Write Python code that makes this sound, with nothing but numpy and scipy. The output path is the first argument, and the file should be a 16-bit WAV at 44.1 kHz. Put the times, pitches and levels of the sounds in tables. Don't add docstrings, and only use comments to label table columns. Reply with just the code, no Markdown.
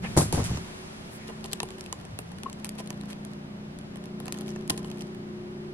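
import sys
import numpy as np
from scipy import signal
from scipy.fft import rfft, irfft, next_fast_len
from scipy.io import wavfile

SR = 44100
rng = np.random.default_rng(int(sys.argv[2]) if len(sys.argv) > 2 else 0)


def unload_wav(signal):
    wavfile.write(
        sys.argv[1],
        SR,
        np.round(np.clip(np.atleast_2d(signal).T, -1, 1) * 32767).astype(np.int16),
    )


N = 253073
TIME = np.arange(N) / SR

# pitch_hz, density_db_per_hz
RUMBLE_COLOUR = [(15, -43), (28, -2.5), (45, -0.5), (75, 4.5), (120, 4), (180, 10.5), (260, -2.5),
                 (400, -36.5)]
# pitch_hz, density_db_per_hz
MIDDLE_COLOUR = [(130, -0.5), (250, 4.5), (550, 1.5), (900, -2.5), (1400, -5.5), (2800, -11.5),
                 (5000, -17.5), (9000, -36)]
# pitch_hz, density_db_per_hz
HISS_COLOUR = [(1200, 9), (3000, 5), (5000, 2), (8000, -3), (11000, 0), (12500, -16), (16000, -55)]
# pitch_hz, side_minus_mid_db
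ROOM_WIDTH = [(60, -14), (110, -18.5), (200, -7.5), (380, 1), (700, -0.5), (1290, 5.5), (2380, 4.5),
              (4400, 6.5), (8120, 5), (15000, 14.5)]
# pitch_hz, side_minus_mid_db
NEAR_WIDTH = [(120, -24), (250, -25), (500, -0.5), (1000, -5), (2000, 1), (4000, 4.5), (10000, 7.5),
              (15000, 0.5)]
# time_s, turns_per_s
MOTOR_SPEED = [(1.8, 31), (2.4, 30.8), (3.0, 29.5), (4.0, 30.3), (5.0, 30.15), (5.74, 30.1)]
# multiple_of_turning_rate, level_db
DEEP_OVERTONES = [(4, -13.5), (5, -5), (6, -6.5), (7, 1), (8, -19), (9, -9.5), (10, -24), (16, -24),
                  (20, -19.5)]
# multiple_of_turning_rate, level_db
UPPER_OVERTONES = [(11, -8), (12, 1.5), (13, -7)]
# time_s, level_db
DEEP_LEVEL = [(0, -49), (1.1, -50.5), (2.4, -48.5), (3.0, -42), (3.7, -44), (4.549, -39), (5.0, -42),
              (5.74, -45.5)]
# time_s, level_db
UPPER_LEVEL = [(0.7, -51.5), (0.95, -57), (1.75, -49), (2.05, -62.5), (2.8, -54.5), (3.8, -55),
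               (4.46, -44.5), (5.23, -47), (5.74, -42)]
# start_s, thud_db, clack_db, clack_pitch_hz, rattle_db
STAND_JOLTS = [(0.166, -8.5, -18.5, 310, -30), (0.1728, -21, -13.5, 984, -19.5), (0.18, -14, -20, 500, -38),
               (0.1866, -13, -17.5, 760, -34), (0.192, -23, -25.5, 330, -33),
               (0.205, -35, -21.5, 1100, -32.5), (0.2135, -20, -19, 470, -33), (0.227, -27, -25, 400, -39),
               (0.252, -25, -33, 400, -51), (0.3265, -28, -23, 875, -31), (0.331, -13.5, -30, 240, -45),
               (0.344, -18, -23.5, 800, -33), (0.3768, -17, -22.5, 800, -41), (0.3923, -17, -26, 716, -43),
               (0.4013, -31, -24.5, 1155, -47), (0.413, -22, -28.5, 380, -50), (0.44, -29, -35, 450, -32),
               (0.495, -19, -31, 400, -45.5), (0.511, -16, -33, 905, -53), (0.544, -17, -37, 300, -51),
               (0.572, -28.5, -32.5, 1260, -56), (0.586, -44, -48, 750, -60), (4.7, -29, -44, 860, -46)]
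# pitch_hz, level_db, t60_s
STAND_MODES = [(46.4, -20, 0.096), (78.4, -6, 0.097), (105.6, -7.5, 0.24), (148, -4, 0.083),
               (182.9, -8, 0.058), (274, -19, 0.053)]
# pitch_hz, density_db_per_hz
CLACK_COLOUR = [(25, -1), (90, -4), (250, 9.5), (450, 6.5), (700, 1), (1050, -1), (1500, -12), (3000, -23),
                (8000, -45)]
# pitch_hz, density_db_per_hz
RATTLE_COLOUR = [(300, -53), (1500, 5.5), (3000, -2.5), (4600, 7), (6000, 5.5), (8500, 11), (11000, 9),
                 (12500, -6), (16000, -27)]
# pitch_hz, density_db_per_hz
CRACKLE_COLOUR = [(200, 6), (1000, -1), (2200, -1), (4000, -2.5), (7000, -0.5), (14000, -45)]
# pitch_hz, level_db, t60_s
BODY_MODES = [(127, -3.5, 0.053), (283, 0, 0.027), (452, -1, 0.038), (658, 2, 0.025), (771, 2, 0.027),
              (1013, -5.5, 0.055), (1200, -2, 0.015), (1510, 2.5, 0.0058), (1894, -4, 0.021),
              (2850, -4.5, 0.022)]
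# pitch_hz, density_db_per_hz
SNAP_COLOUR = [(400, -13), (1500, -7), (2300, 2), (3100, 4), (4200, 2.5), (5800, 1.5), (7500, 0.5),
               (10500, 2), (12500, -7.5), (16000, -31)]
# start_s, length_s, start_pitch_hz, end_pitch_hz, width_hz, level_db
NOISE_SWELLS = [(0.027, 0.057, 1890, 2300, 1000, -38), (0.207, 0.012, 4900, 2200, 300, -36),
                (0.443, 0.031, 2000, 3400, 1500, -42.5), (1.1, 0.091, 9400, 9800, 3992, -51.5),
                (1.109, 0.28, 2210, 2000, 600, -54.5), (2.185, 0.038, 10100, 10100, 4000, -55),
                (2.437, 0.058, 216, 203, 90, -38.5), (3.071, 0.075, 1053, 2900, 900, -51),
                (4.396, 0.044, 1303, 800, 600, -53), (4.84, 0.045, 9020, 8700, 3020, -56)]
# start_s, length_until_release_s, effort_0_to_1
GRIPS = [(1.387, 0.59, 0.44), (1.963, 1.34, 0.28), (3.746, 0.28, 0.15), (4.164, 0.39, 0.6),
         (4.69, 0.37, 0.52)]
# start_s, length_s, grit_db, body_db
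SCRAPES = [(0.039, 0.022, -52, -41), (1.273, 0.014, -44, -54), (1.283, 0.025, -51.5, -43),
           (1.439, 0.02, -46, -45.5), (2.644, 0.025, -45.5, -53), (2.778, 0.036, -43.5, -48.5),
           (3.082, 0.053, -48, -57.5), (4.25, 0.052, -62, -51.5), (4.458, 0.053, -53, -57),
           (4.6964, 0.0096, -25, -31), (4.702, 0.048, -51, -48), (4.773, 0.029, -48.5, -57)]
# start_s, level_db, pitch_hz
LIMB_KNOCKS = [(1.6025, -30.5, 1180), (1.6315, -23.5, 762), (1.927, -33, 1010), (2.802, -29, 670),
               (4.702, -35, 936)]
# start_s, level_db
SQUEAK_SLIPS = [(2.4596, -23.5), (2.48, -41)]
# start_s, level_db, pitch_hz, body_db_relative_to_level
CLICKS = [(0.325, -18.5, 10200, -17), (0.573, -32, 4500, -11), (1.4422, -29.5, 4640, -23),
          (1.458, -32, 9000, -25), (1.5146, -35, 4800, -14), (1.522, -32, 4700, -20),
          (1.531, -15.5, 8000, -26), (1.5345, -28.5, 3120, -14), (1.6015, -20, 4220, -11),
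          (1.6303, -23, 9800, -10), (1.6874, -37, 2920, -16), (1.7046, -32.5, 2510, -16),
          (1.8083, -29.5, 5470, -21), (1.8394, -38, 8900, -18), (1.861, -33.5, 2840, -25),
          (1.926, -21.5, 7200, -14), (2.0509, -38, 8300, -7.5), (2.1882, -25, 10500, -11.5),
          (2.4332, -27.5, 2850, -15), (2.4978, -34, 2900, -12), (2.5285, -31.5, 8000, -18),
          (2.645, -21.5, 9300, -31), (2.667, -35, 10100, -21), (2.691, -24, 9800, -35),
          (2.803, -38, 3100, -7), (2.8734, -34, 9200, -14), (2.9037, -25.5, 6760, -13.5),
          (3.011, -35.5, 3870, -24), (3.057, -44.5, 2880, -15), (3.13, -36, 3200, -12),
          (3.249, -33.5, 9600, -20), (3.7874, -37.5, 9750, -14), (3.8114, -45, 3110, -24),
          (3.9572, -39, 8960, -5), (4.056, -37.5, 2802, -20), (4.201, -32, 10620, -10.5),
          (4.2561, -33, 9800, -10), (4.2664, -37, 7000, -6), (4.2804, -26, 2620, -13.5),
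          (4.323, -20, 10700, -21), (4.3419, -37, 2770, -12), (4.3862, -32.5, 7330, -14),
          (4.4092, -32, 10580, -23), (4.4803, -34.5, 2350, -12), (4.4904, -36.5, 5710, -21),
          (4.5034, -39, 6480, -9), (4.56, -41, 6600, 0.5), (4.6767, -33, 10600, -23),
          (4.6978, -16, 9600, -13), (4.7006, -19, 4200, -18.5), (4.7027, -19, 10000, -15),
          (4.776, -28, 8800, -8.5), (4.7795, -37, 8900, -20), (4.845, -39, 4460, -1),
          (4.9008, -38, 8500, -12), (4.9142, -33, 3100, -13), (4.9731, -42.5, 2430, -12),
          (5.0072, -33.5, 3050, -11), (5.012, -35, 4260, -12), (5.02, -34.5, 4840, -11)]

RUMBLE_DB, MIDDLE_DB, HISS_DB = -48.5, -47.5, -58
SWING_START_S, SWING_RISE_S, SWING_END_S = 0.013, 0.023, 0.54
SWING_RUMBLE_DB, SWING_RUMBLE_T60_S = -37.5, 0.63
SWING_HISS_DB, SWING_HISS_FADE_DB_PER_S = -43, 10
SAG_START_S, SAG_LENGTH_S, SAG_TURNS_PER_S = 1.84, 0.6, 8.8
SAG_FIFTH_GAIN_DB, SAG_TILT_DB_PER_OCTAVE = 0.5, 4.5
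SHUDDER_DB, SHUDDER_HZ = -47.5, 88
DRAG_START_S, DRAG_LENGTH_S, DRAG_DB = 0.33, 0.1, -33
CRACKLE_DB, CRACKLE_FADE_DB_PER_S = -38, 19
CRACKLE_REST_S, CRACKLE_T60_S = 0.573, 0.13
GRIP_RAMP_S = 0.12
TICKS_PER_S, RUSTLE_DB = 140, -55
SQUEAK_START_HZ, SQUEAK_RISE_HZ_PER_S = 1063, 1400
SQUEAK_ATTACK_S, SQUEAK_HOLD_S, SQUEAK_T60_S = 0.002, 0.0063, 0.031
CUTOFF_HZ = 16300


def from_db(db):
    return 10 ** (np.asarray(db) / 20)


def rms_one(x):
    return x / np.sqrt(np.mean(x ** 2) + 1e-20)


def since(start_s):
    return np.maximum(TIME - start_s, 0)


def in_time(points):
    s, value = np.transpose(points)
    return np.interp(TIME, s, value)


def add(out, start_s, sound):
    i = round(start_s * SR)
    out[..., i:i + sound.shape[-1]] += sound


def noise():
    return rng.standard_normal((2, N))


def grit(spread_db):
    sizes = from_db(spread_db * rng.standard_normal(N // 32 + 1))
    return rms_one(noise() * np.repeat(sizes, 32)[:N])


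def drift(points_per_s):
    points = rng.standard_normal(1024)
    return np.interp(TIME * points_per_s, np.arange(len(points)), points)


def blows(times_s, level_db):
    out = np.zeros(N)
    np.add.at(out, np.round(np.asarray(times_s) * SR).astype(int), from_db(level_db))
    return out


def fade(impulses, t60_s):
    energy_decay = from_db(-120 / (t60_s * SR))
    energy = signal.lfilter([1], [1, -energy_decay], impulses ** 2 + 1e-18)
    return np.sqrt(energy)


def colour(x, spectrum, keep_power=True):
    size = 2 * next_fast_len(N // 2 + 4096)
    point_hz, point_db = np.transpose(spectrum)
    bin_hz = np.arange(size // 2 + 1) * SR / size
    gain = from_db(np.interp(np.log(bin_hz + 1), np.log(point_hz), point_db))
    if keep_power:
        gain = rms_one(gain)
    cepstrum = irfft(np.log(gain))
    cepstrum[1:size // 2] *= 2
    cepstrum[size // 2 + 1:] = 0
    response = np.exp(rfft(cepstrum))
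    return irfft(rfft(x, size) * response)[..., :N]


def stereo(pair, width):
    mid_gain = [(hz, -10 * np.log10(1 + from_db(db) ** 2)) for hz, db in width]
    side_gain = [(hz, -10 * np.log10(1 + from_db(-db) ** 2)) for hz, db in width]
    mid = colour(pair[0], mid_gain, keep_power=False)
    side = colour(pair[1], side_gain, keep_power=False)
    return np.array([mid + side, mid - side])


def ring(x, modes):
    out = 0
    for k, (hz, db, t60_s) in enumerate(modes):
        radius = from_db(-60 / (t60_s * SR))
        w = 2 * np.pi * hz / SR
        feedback = [1, -2 * radius * np.cos(w), radius * radius]
        mode = signal.lfilter([0, from_db(db) * np.sin(w)], feedback, x + 1e-18)
        out = out + (-1) ** k * mode
    return out


def knocks(rows, t60_s, rise_s):
    age, out = TIME[:4096], np.zeros(N)
    for s, db, hz in rows:
        envelope = from_db(db - 60 * age / t60_s) * (1 - np.exp(-age / rise_s))
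        add(out, s, envelope * np.sin(2 * np.pi * hz * age))
    return out


def effort():
    total = np.zeros(N)
    for s, length_s, hard in GRIPS:
        tighten = np.minimum(since(s) / GRIP_RAMP_S, 1)
        release = np.minimum(since(s + length_s) / GRIP_RAMP_S, 1)
        total += hard * (tighten - release)
    return total


def air():
    after_swing = since(SWING_END_S)
    swing_rumble = from_db(SWING_RUMBLE_DB - 60 * after_swing / SWING_RUMBLE_T60_S)
    rumble_gain = np.hypot(from_db(RUMBLE_DB), swing_rumble)
    swing_hiss = from_db(SWING_HISS_DB - SWING_HISS_FADE_DB_PER_S * after_swing)
    swing_hiss = swing_hiss * np.minimum(since(SWING_START_S) / SWING_RISE_S, 1)
    rustle_power = from_db(RUSTLE_DB) ** 2 * effort()
    hiss_gain = np.sqrt(from_db(HISS_DB) ** 2 + swing_hiss ** 2 + rustle_power)
    rumble = colour(noise() * rumble_gain, RUMBLE_COLOUR)
    middle = colour(noise() * from_db(MIDDLE_DB), MIDDLE_COLOUR)
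    hiss = colour(noise() * hiss_gain, HISS_COLOUR)
    return stereo(rumble + middle + hiss, ROOM_WIDTH)


def motor(scatter_rad=0.91, flutter_db=2.0, deep_waver_rad=0.34, upper_waver_rad=0.9, shudder_q=2.6):
    load = np.sin(np.pi * np.minimum(since(SAG_START_S) / SAG_LENGTH_S, 1))
    turns = np.cumsum(in_time(MOTOR_SPEED) - SAG_TURNS_PER_S * load) / SR
    peak = signal.iirpeak(SHUDDER_HZ, shudder_q, fs=SR)
    shudder = signal.lfilter(*peak, signal.lfilter(*peak, noise()[0]))
    out = from_db(SHUDDER_DB) * load * rms_one(shudder)
    deep = (DEEP_OVERTONES, DEEP_LEVEL, deep_waver_rad)
    upper = (UPPER_OVERTONES, UPPER_LEVEL, upper_waver_rad)
    for overtones, level, waver_rad in (deep, upper):
        drone_db = in_time(level)
        for multiple, db in overtones:
            phase = scatter_rad * rng.standard_normal() + waver_rad * drift(14.0)
            angle = 2 * np.pi * multiple * turns + phase
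            sag_db = load * (SAG_FIFTH_GAIN_DB - SAG_TILT_DB_PER_OCTAVE * np.log2(multiple / 5))
            gain = from_db(drone_db + db + sag_db + flutter_db * drift(9.8))
            out = out + np.sqrt(2) * gain * np.sin(angle)
    return out * from_db([[-.2], [-.8]])


def stand(clack_t60_s=0.064, rattle_t60_s=0.22, left_db=1.5, ring_db=0.5, clack_noise_db=-2.0):
    s, thud_db, clack_db, clack_hz, rattle_db = np.transpose(STAND_JOLTS)
    thud = ring(blows(s, thud_db), STAND_MODES)
    rung = knocks(zip(s, clack_db + ring_db, clack_hz), t60_s=0.021, rise_s=0.0012)
    drag = from_db(DRAG_DB) * np.sin(np.pi * np.minimum(since(DRAG_START_S) / DRAG_LENGTH_S, 1))
    clack_gain = fade(blows(s, clack_db + clack_noise_db), clack_t60_s)
    clack = colour(grit(2.4) * np.hypot(clack_gain, drag), CLACK_COLOUR)
    rattle_gain = fade(blows(s, rattle_db), rattle_t60_s)
    rattle = colour(grit(2.3) * rattle_gain, RATTLE_COLOUR)
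    head = (rung + stereo(clack, NEAR_WIDTH)) * from_db([[left_db], [-left_db]])
    return thud + head + stereo(rattle, NEAR_WIDTH)


def crackle(grain_db=3.5, judder_db=-22.0):
    slowing = from_db(CRACKLE_DB - CRACKLE_FADE_DB_PER_S * since(DRAG_START_S))
    slowing = slowing * from_db(-60 * since(CRACKLE_REST_S) / CRACKLE_T60_S) * (TIME > DRAG_START_S)
    judder = from_db(judder_db) * ring(rng.standard_normal(N) * slowing, STAND_MODES)
    slips = colour(grit(grain_db) * slowing, CRACKLE_COLOUR)
    return stereo(slips, NEAR_WIDTH) + judder


def noise_swells():
    out = np.zeros((2, N))
    for s, length_s, start_hz, end_hz, width_hz, db in NOISE_SWELLS:
        along = np.linspace(0, 1, int(length_s * SR))
        lowpass = signal.butter(2, width_hz / 2, fs=SR, output="sos")
        real, imaginary = signal.sosfilt(lowpass, rng.standard_normal((2, 2, len(along))))
        angle = 2 * np.pi * np.cumsum(start_hz * (end_hz / start_hz) ** along) / SR
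        band = rms_one(real * np.cos(angle) + imaginary * np.sin(angle))
        add(out, s, from_db(db) * np.sin(np.pi * along) * band)
    return out


def fidget(tick_db=-49.0, spread_db=5.5, chafe_db=-53.0):
    strain = effort()
    born = rng.random(N) < TICKS_PER_S * strain / SR
    sizes = from_db(tick_db + spread_db * np.clip(rng.standard_normal(N), -2, 2))
    ticks = noise() * fade(born * sizes, 0.0071)
    chafe_gain = strain * from_db(chafe_db + 2.5 * drift(28.0))
    chafe = rms_one(ring(grit(4.0), BODY_MODES)) * chafe_gain
    return colour(ticks, SNAP_COLOUR) + 0.088 * ring(ticks, BODY_MODES) + chafe


def scrapes(grain_db=5.0, shake_db=-18.5):
    edge, push = np.zeros(N), np.zeros(N)
    for s, length_s, grit_db, body_db in SCRAPES:
        stroke = np.sqrt(np.abs(np.sin(np.pi * np.clip((TIME - s) / length_s, 0, 1))))
        edge += from_db(grit_db) * stroke
        push += from_db(body_db) * stroke
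    scratch = colour(grit(grain_db) * edge, SNAP_COLOUR)
    return scratch + from_db(shake_db) * ring(grit(grain_db) * push, BODY_MODES)


def limb_knocks():
    return knocks(LIMB_KNOCKS, t60_s=0.025, rise_s=0.00045) * from_db([[1.0], [-1.0]])


def squeak(rough=0.3, left_db=1.5, right_db=-6.0, slip_db=-24):
    hz = SQUEAK_START_HZ + SQUEAK_RISE_HZ_PER_S * since(SQUEAK_SLIPS[0][0])
    strength = np.zeros(N)
    for s, db in SQUEAK_SLIPS:
        attack = np.minimum(since(s) / SQUEAK_ATTACK_S, 1)
        strength += attack * from_db(db - 60 * since(s + SQUEAK_HOLD_S) / SQUEAK_T60_S)
    tone = np.sin(2 * np.pi * np.cumsum(hz) / SR) * strength * (1 + rough * drift(170))
    shake = 0.12 * ring(grit(1.8)[0] * strength * from_db(slip_db), BODY_MODES)
    return (tone + shake) * from_db([[left_db], [right_db]])


def clicks(crack_t60_s=0.0031, rise_s=0.00037, ring_share=0.56, ring_q=6.0, snap_db=4.5,
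           knock_db=-10.5, knock_t60_s=0.0049, grip_detune=0.081, delay_s=0.00064):
    age = TIME[:3072]
    crack_shape = from_db(-60 * age / crack_t60_s) * (1 - np.exp(-age / rise_s))
    push_shape = from_db(-60 * age / knock_t60_s)
    cracks, body = np.zeros((2, 2, N))
    for s, db, hz, body_db in CLICKS:
        burst = rng.standard_normal((2, len(age))) * crack_shape
        rung = signal.lfilter(*signal.iirpeak(hz, ring_q, fs=SR), burst)
        crack = rms_one(0.66 * burst + 2 * ring_share * rung)
        add(cracks, s + delay_s, from_db(db + snap_db) * 0.05 * crack)
        push = rng.choice([-1, 1], (2, len(age))) * push_shape
        gripped = np.array(BODY_MODES) * [np.exp(grip_detune * rng.standard_normal()), 1, 1]
        add(body, s + delay_s, from_db(db + body_db + knock_db) * rms_one(ring(push, gripped)))
    return colour(cracks, SNAP_COLOUR) + body


def room(x, near_db=-10.0, near_t60_s=0.012, far_db=-19.5, far_t60_s=0.19):
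    age = TIME[:SR // 2]
    out = x
    for db, t60_s in ((near_db, near_t60_s), (far_db, far_t60_s)):
        echoes = rng.standard_normal((2, len(age))) * from_db(-60 * age / t60_s) * (age > .001)
        echoes = rms_one(echoes) / np.sqrt(len(age))
        out = out + from_db(db) * signal.fftconvolve(x, echoes, axes=1)[:, :N]
    return out


def scene():
    background = air() + motor() + stand() + crackle()
    near = stereo(noise_swells() + fidget() + scrapes() + clicks(), NEAR_WIDTH)
    foreground = room(near + limb_knocks() + squeak())
    return background + foreground


def record(dry):
    lowpass = signal.ellip(10, .1, 90, CUTOFF_HZ, fs=SR, output="sos")
    return signal.sosfilt(lowpass, dry)


dry = scene()
out = record(dry)
unload_wav(out)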